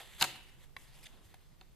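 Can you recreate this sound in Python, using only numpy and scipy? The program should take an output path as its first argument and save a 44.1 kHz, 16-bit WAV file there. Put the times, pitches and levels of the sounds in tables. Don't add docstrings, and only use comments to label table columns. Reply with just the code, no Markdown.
import sys
import numpy as np
from scipy import signal
from scipy.fft import rfft, irfft
from scipy.io import wavfile

SR = 44100
rng = np.random.default_rng(int(sys.argv[2]) if len(sys.argv) > 2 else 0)


def unload_wav(signal):
    wavfile.write(
        sys.argv[1],
        SR,
        np.round(np.clip(np.atleast_2d(signal).T, -1, 1) * 32767).astype(np.int16),
    )


def attenuation_scalar(level_db):
    decades = np.asarray(level_db, float) / 20
    return 10 ** decades


N = 77175
T = np.arange(N) / SR


def rms_one(x):
    return x / np.sqrt(np.mean(x ** 2) + 1e-20)


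def at_hz(points, hz):
    points = np.array(points)
    return np.interp(np.log(hz), np.log(points[:, 0]), points[:, 1])


def drift(rate_hz):
    pole = np.exp(-80 * np.pi * rate_hz / SR)
    noise = rng.standard_normal(N // 40 + 2002)
    slow = signal.lfilter([1], [1, -2 * pole, pole * pole], noise)[2000:]
    return np.interp(np.arange(N) / 40, np.arange(len(slow)), rms_one(slow - slow.mean()))


def band_pass(x, low_hz, high_hz):
    sos = signal.butter(2, [low_hz, high_hz], "band", fs=SR, output="sos")
    return signal.sosfilt(sos, x)


def ring(clicks, hz, t60):
    r = attenuation_scalar(-60 / (t60 * SR))
    w = 2 * np.pi * hz / SR
    return signal.lfilter([0, np.sin(w)], [1, -2 * r * np.cos(w), r * r], clicks + 1e-18)


def resonate(x, peaks):
    out = 0
    for k, (hz, width_hz, db) in enumerate(peaks):
        r = np.exp(-np.pi * width_hz / SR)
        b = [(1 - r * r) / 2, 0, (r * r - 1) / 2]
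        a = [1, -2 * r * np.cos(2 * np.pi * hz / SR), r * r]
        out = out + (-1) ** k * attenuation_scalar(db) * signal.lfilter(b, a, x)
    return out


def grit(rate_per_s, spread_db):
    sizes = attenuation_scalar(spread_db * np.minimum(rng.exponential(1, N), 4))
    signs = rng.choice([-1, 1], N)
    return rms_one(sizes * signs * (rng.random(N) < rate_per_s / SR))


def bands(likeness, shape, low_hz, octaves):
    out = 0
    edges = low_hz * 2 ** np.arange(0, octaves, 1 / 3)
    white = rng.standard_normal((2, 2, N + 8000))
    for k, (low, high) in enumerate(zip(edges, edges[1:])):
        mid, side = band_pass(white[k % 2], low, high)[:, 8000:]
        hz = np.sqrt(low * high)
        alike = np.clip(at_hz(likeness, hz), -.99, .99)
        stereo = np.sqrt(1 + alike) * mid + np.sqrt(1 - alike) * side * [[1], [-1]]
        out = out + shape(hz) * stereo
    return out


# (frequency [Hz], density [dB per Hz])
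HUSH_SPECTRUM = [(88, -29), (150, -3.5), (232, -15), (346, -14), (797, -20), (1020, -19.5), (1360, -26),
                 (1840, -26.5), (14000, -32)]
# (frequency [Hz], likeness [-1 to 1])
HUSH_STEREO = [(60, -0.57), (180, 0.65), (540, -0.35), (1610, 0.4), (4800, 0.22), (14400, -0.06)]
# (frequency [Hz], density [dB per Hz])
RUMBLE_SPECTRUM = [(20, 4), (45, 1), (90, -3.5), (170, -31.5)]


def background():
    hush = rms_one(bands(HUSH_STEREO, lambda hz: attenuation_scalar(at_hz(HUSH_SPECTRUM, hz) + drift(8)),
                         153.6, octaves=6.8))
    rumble_likeness = [(20, -0.41), (50, -0.41), (80, -0.72), (170, .6)]
    rumble = rms_one(bands(rumble_likeness, lambda hz: attenuation_scalar(at_hz(RUMBLE_SPECTRUM, hz) + 2.6 * drift(3)),
                           12, octaves=3.8))
    rumble_pan_db = -3.5
    rumble = rumble * attenuation_scalar([[rumble_pan_db / 2], [-rumble_pan_db / 2]])
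    motor = rms_one(resonate(rng.standard_normal(N), [(134, 12, 0)]))
    whine = rms_one(resonate(rng.standard_normal(N), [(13600, 60, 0)]))
    return attenuation_scalar(-69) * hush + attenuation_scalar(-59.5) * rumble + attenuation_scalar(-71.5) * motor + attenuation_scalar(-86.5) * whine


# (frequency [Hz], width [Hz], level [dB])
KNOCK_RINGS = [(323, 15, -9), (710, 79, 1), (2750, 380, -6)]


def earlier_knock():
    level_db, t60 = -51, .2
    fade = attenuation_scalar(level_db - 60 * T / t60)
    return fade * rms_one(resonate(rng.standard_normal(N), KNOCK_RINGS))


# (time [s], level [dB], brightness [dB])
SMEAR_PRESSURE = [(0, -52, -1.5), (0.043, -60, -0.9), (0.172, -61.5, -0.5), (.2, -51, 2.5), (.25, -46, -6),
                  (.42, -66, -0.8), (.59, -72, -2.5), (.64, -65, 0.1), (.68, -79, -2), (.758, -89, 6),
                  (0.77, -68.5, 7.5), (.85, -64, 2.5), (.9, -66, -4), (1.001, -64.5, 1.5),
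                  (1.2, -73.5, -2.5), (1.26, -71, 4), (1.32, -69.5, -4.5), (1.75, -84, -9)]
# (frequency [Hz], width [Hz], level [dB])
SMEAR_BODY = [(330, 200, -10.5), (800, 570, -8), (1920, 464, -2.5), (2700, 790, -4.5), (3500, 730, -3),
              (4670, 800, -8.5)]
# (frequency [Hz], width [Hz], level [dB])
SMEAR_HISS = [(7230, 2900, -8.5), (8500, 1800, -6), (11600, 2800, -12.5)]


def smear():
    s, db, bright_db = np.transpose(SMEAR_PRESSURE)
    grains = grit(rate_per_s=4000, spread_db=1) * attenuation_scalar(1.5 * drift(28))
    low = 0
    for k, peak in enumerate(SMEAR_BODY):
        wander = attenuation_scalar(1.5 * drift(7.2))
        low = low + (-1) ** k * resonate(grains, [peak]) * wander
    high = resonate(grains, SMEAR_HISS) * attenuation_scalar(np.interp(T, s, bright_db))
    return attenuation_scalar(np.interp(T, s, db)) * (low + high) / np.std(low)


def rattling():
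    return grit(rate_per_s=12000, spread_db=3)


def burst(chatter, s, length):
    u = np.maximum(T - s, 0) / length
    x = chatter * u * np.exp(-u)
    return x / np.sqrt(np.sum(x ** 2))


def crack(x):
    return band_pass(x, 1740, 13000)


def strike(bursts, db, hz, t60):
    reach = np.abs(bursts @ np.exp(2j * np.pi * hz * T))
    return ring((attenuation_scalar(db) / np.maximum(reach, .4)) @ bursts, hz, t60)


# (time [s], level [dB], chatter length [s], favoured pitch [Hz], crack [dB])
EDGE_CONTACTS = [(0.198, -40, 0.0053, 4200, 3), (0.21, -24.5, 0.002, 3640, -9),
                 (.2150, -23.5, .0016, 920, -10), (0.2211, -31.5, 0.00085, 3500, 7),
                 (0.2237, -15.5, 0.00087, 3820, -6), (.2280, -28.5, 0.0018, 1330, -33),
                 (0.2403, -25, 0.0009, 1960, -5.5), (0.243, -30.5, 0.0028, 1500, -2),
                 (1.3403, -48, 0.00018, 765, -25), (1.3426, -53.5, 0.00056, 2020, 1.5),
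                 (1.6107, -46.5, 0.00075, 3250, -16), (1.6133, -54, 0.0017, 800, -28.5),
                 (1.624, -67, .003, 3600, -34.5)]
# (frequency [Hz], level [dB], t60 [s])
BODY_MODES = [(190, -7.5, 0.05), (308, -13.5, 0.081), (574, -11.5, 0.038), (748, -6, 0.042),
              (978, -2.5, 0.018), (1330, -7, 0.021), (1608, -1.5, .014), (2154, -8, 0.013),
              (2612, -4, 0.014), (3120, -8, 0.0085), (3626, -3, 0.013), (4233, 0, 0.0098),
              (5130, -12, 0.0059), (6430, -9, 0.011)]


def clatter():
    favour_db_per_octave = 4.5
    chatter = rattling()
    bursts = np.array([burst(chatter, s, length) for s, _, length, *_ in EDGE_CONTACTS])
    level_db, _, favoured_hz, crack_db = np.array(EDGE_CONTACTS)[:, 1:].T
    out = 10 * crack(attenuation_scalar(level_db + crack_db) @ bursts)
    for k, (hz, db, t60) in enumerate(BODY_MODES):
        octaves_off = np.abs(np.log2(hz / favoured_hz))
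        mode_db = level_db + db - favour_db_per_octave * octaves_off
        out += (-1) ** k * strike(bursts, mode_db, hz, t60)
    return out


# (frequency [Hz], level [dB], t60 [s])
PADDLE_MODES = [(520, -20.5, 0.017), (1090, -5, 0.031), (2034, -2, 0.016), (2240, -2, 0.019),
                (2700, -6.5, 0.015), (3440, -7, 0.016), (3950, -7.5, 0.02), (4680, -11, 0.009)]


def tap():
    rattle = burst(rattling(), s=.7648, length=0.00094)
    rings = sum(strike(rattle[None], np.array([db]), hz, t60) for hz, db, t60 in PADDLE_MODES)
    return attenuation_scalar(-37) * (rings + 10 * attenuation_scalar(-14) * crack(rattle))


# (time [s], level [dB])
PRESS_LEVEL = [
    (.95, -77),
    (1.1, -69),
    (1.2, -71),
    (1.3, -77.5),
    (1.4, -87),
]
# (frequency [Hz], width [Hz], level [dB])
CLAY_RINGS = [(252, 92, -0.5), (560, 380, -3.5), (1000, 270, -3.5), (1500, 380, -7.5)]


def press():
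    s, db = np.transpose(PRESS_LEVEL)
    squelch = rms_one(resonate(grit(3600, 2.2), CLAY_RINGS)) * attenuation_scalar(np.interp(T, s, db))
    thud_s, soft_s = 1.255, .0022
    push = np.exp(-((T - thud_s) / soft_s) ** 2)
    thud = strike(push[None] / push.sum(), np.array([-54.5]), hz=101, t60=.12)
    return squelch + thud


# (time [s], length [s], level [dB])
EDGE_SLIPS = [
    (1.027, 0.0245, -56.5),
    (1.052, 0.02, -51),
]
# (frequency [Hz], width [Hz], level [dB])
EDGE_RINGS = [
    [(2270, 470, -9.5), (4960, 630, -11), (8450, 900, -14.5), (12500, 1100, -17)],
    [(2030, 520, -5), (3510, 170, 3.5), (4700, 340, -9.5), (6540, 1100, -12), (9600, 3400, -18.5)],
]


def slips():
    grains = grit(9000, 1.6) * attenuation_scalar(3.6 * drift(86))
    out = 0
    for (s, length, db), rings in zip(EDGE_SLIPS, EDGE_RINGS):
        stroke = np.sin(np.pi * np.clip((T - s) / length, 0, 1)) ** 0.48
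        rasp = resonate(grains * stroke, rings)
        out = out + attenuation_scalar(db) * rasp / np.std(rasp) * np.std(stroke)
    return out


# (frequency [Hz], left port's lead [rad])
LEFT_LEAD = [(300, .15), (5000, 0.17), (7500, 1.2), (13000, 1.4)]
# (frequency [Hz], left minus right [dB])
LEFT_TILT = [(100, 3), (700, 1.5), (2500, -1.5), (7800, 1.2), (13000, 3.5)]


def ports(x):
    hz = np.maximum(np.fft.rfftfreq(N, 1 / SR), 1)
    half = attenuation_scalar(at_hz(LEFT_TILT, hz) / 2) * np.exp(.5j * at_hz(LEFT_LEAD, hz))
    return irfft(rfft(x) * np.array([half, 1 / half]), N)


def echo(x, tail, db):
    tail = tail / np.sqrt(np.sum(tail ** 2) / 2)
    return attenuation_scalar(db) * signal.fftconvolve(x[None], tail, axes=1)[:, :N]


def bench(x):
    t = np.arange(2000) / SR
    t60, first_s = .016, .0004
    echoes = rng.standard_normal(len(t)) * [[1], [-1]] * attenuation_scalar(-60 * t / t60) * (t > first_s)
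    echoes = signal.sosfilt(signal.butter(2, 1790, "high", fs=SR, output="sos"), echoes)
    return echo(x, echoes, db=-8.5)


# (frequency [Hz], t60 [s])
ROOM_DECAY = [(200, .6), (1000, 0.64), (3000, 0.71), (6000, 0.29), (12000, 0.29)]
# (frequency [Hz], level [dB])
ROOM_TONE = [(150, 3.5), (500, 0), (900, -8.5), (1600, -10), (2600, -2), (4100, -6.5), (5500, 1.5),
             (13000, 0.5)]
# (frequency [Hz], likeness [-1 to 1])
ROOM_STEREO = [(200, 0.91), (1500, .6), (5000, 0.14), (12000, .05)]


def workshop(x):
    def fade(hz):
        return attenuation_scalar(at_hz(ROOM_TONE, hz) - 60 * T / at_hz(ROOM_DECAY, hz))

    onset_s = .005
    tail = bands(ROOM_STEREO, fade, 100, octaves=7.4)
    tail = tail * (1 - np.exp(-(T / onset_s) ** 2))
    return echo(x, tail, db=-13)


def scene():
    tools = smear() + clatter() + tap() + press() + slips()
    direct = ports(tools + earlier_knock())
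    return direct + bench(tools) + workshop(tools) + background()


def band_limit(x):
    return signal.sosfilt(signal.butter(12, 14960, fs=SR, output="sos"), x)


def record(dry):
    low_pass = signal.cheby2(14, 30, 14150, fs=SR, output="sos")
    mix = signal.sosfilt(low_pass, dry)
    return band_limit(mix)


dry = scene()
out = record(dry)
unload_wav(out)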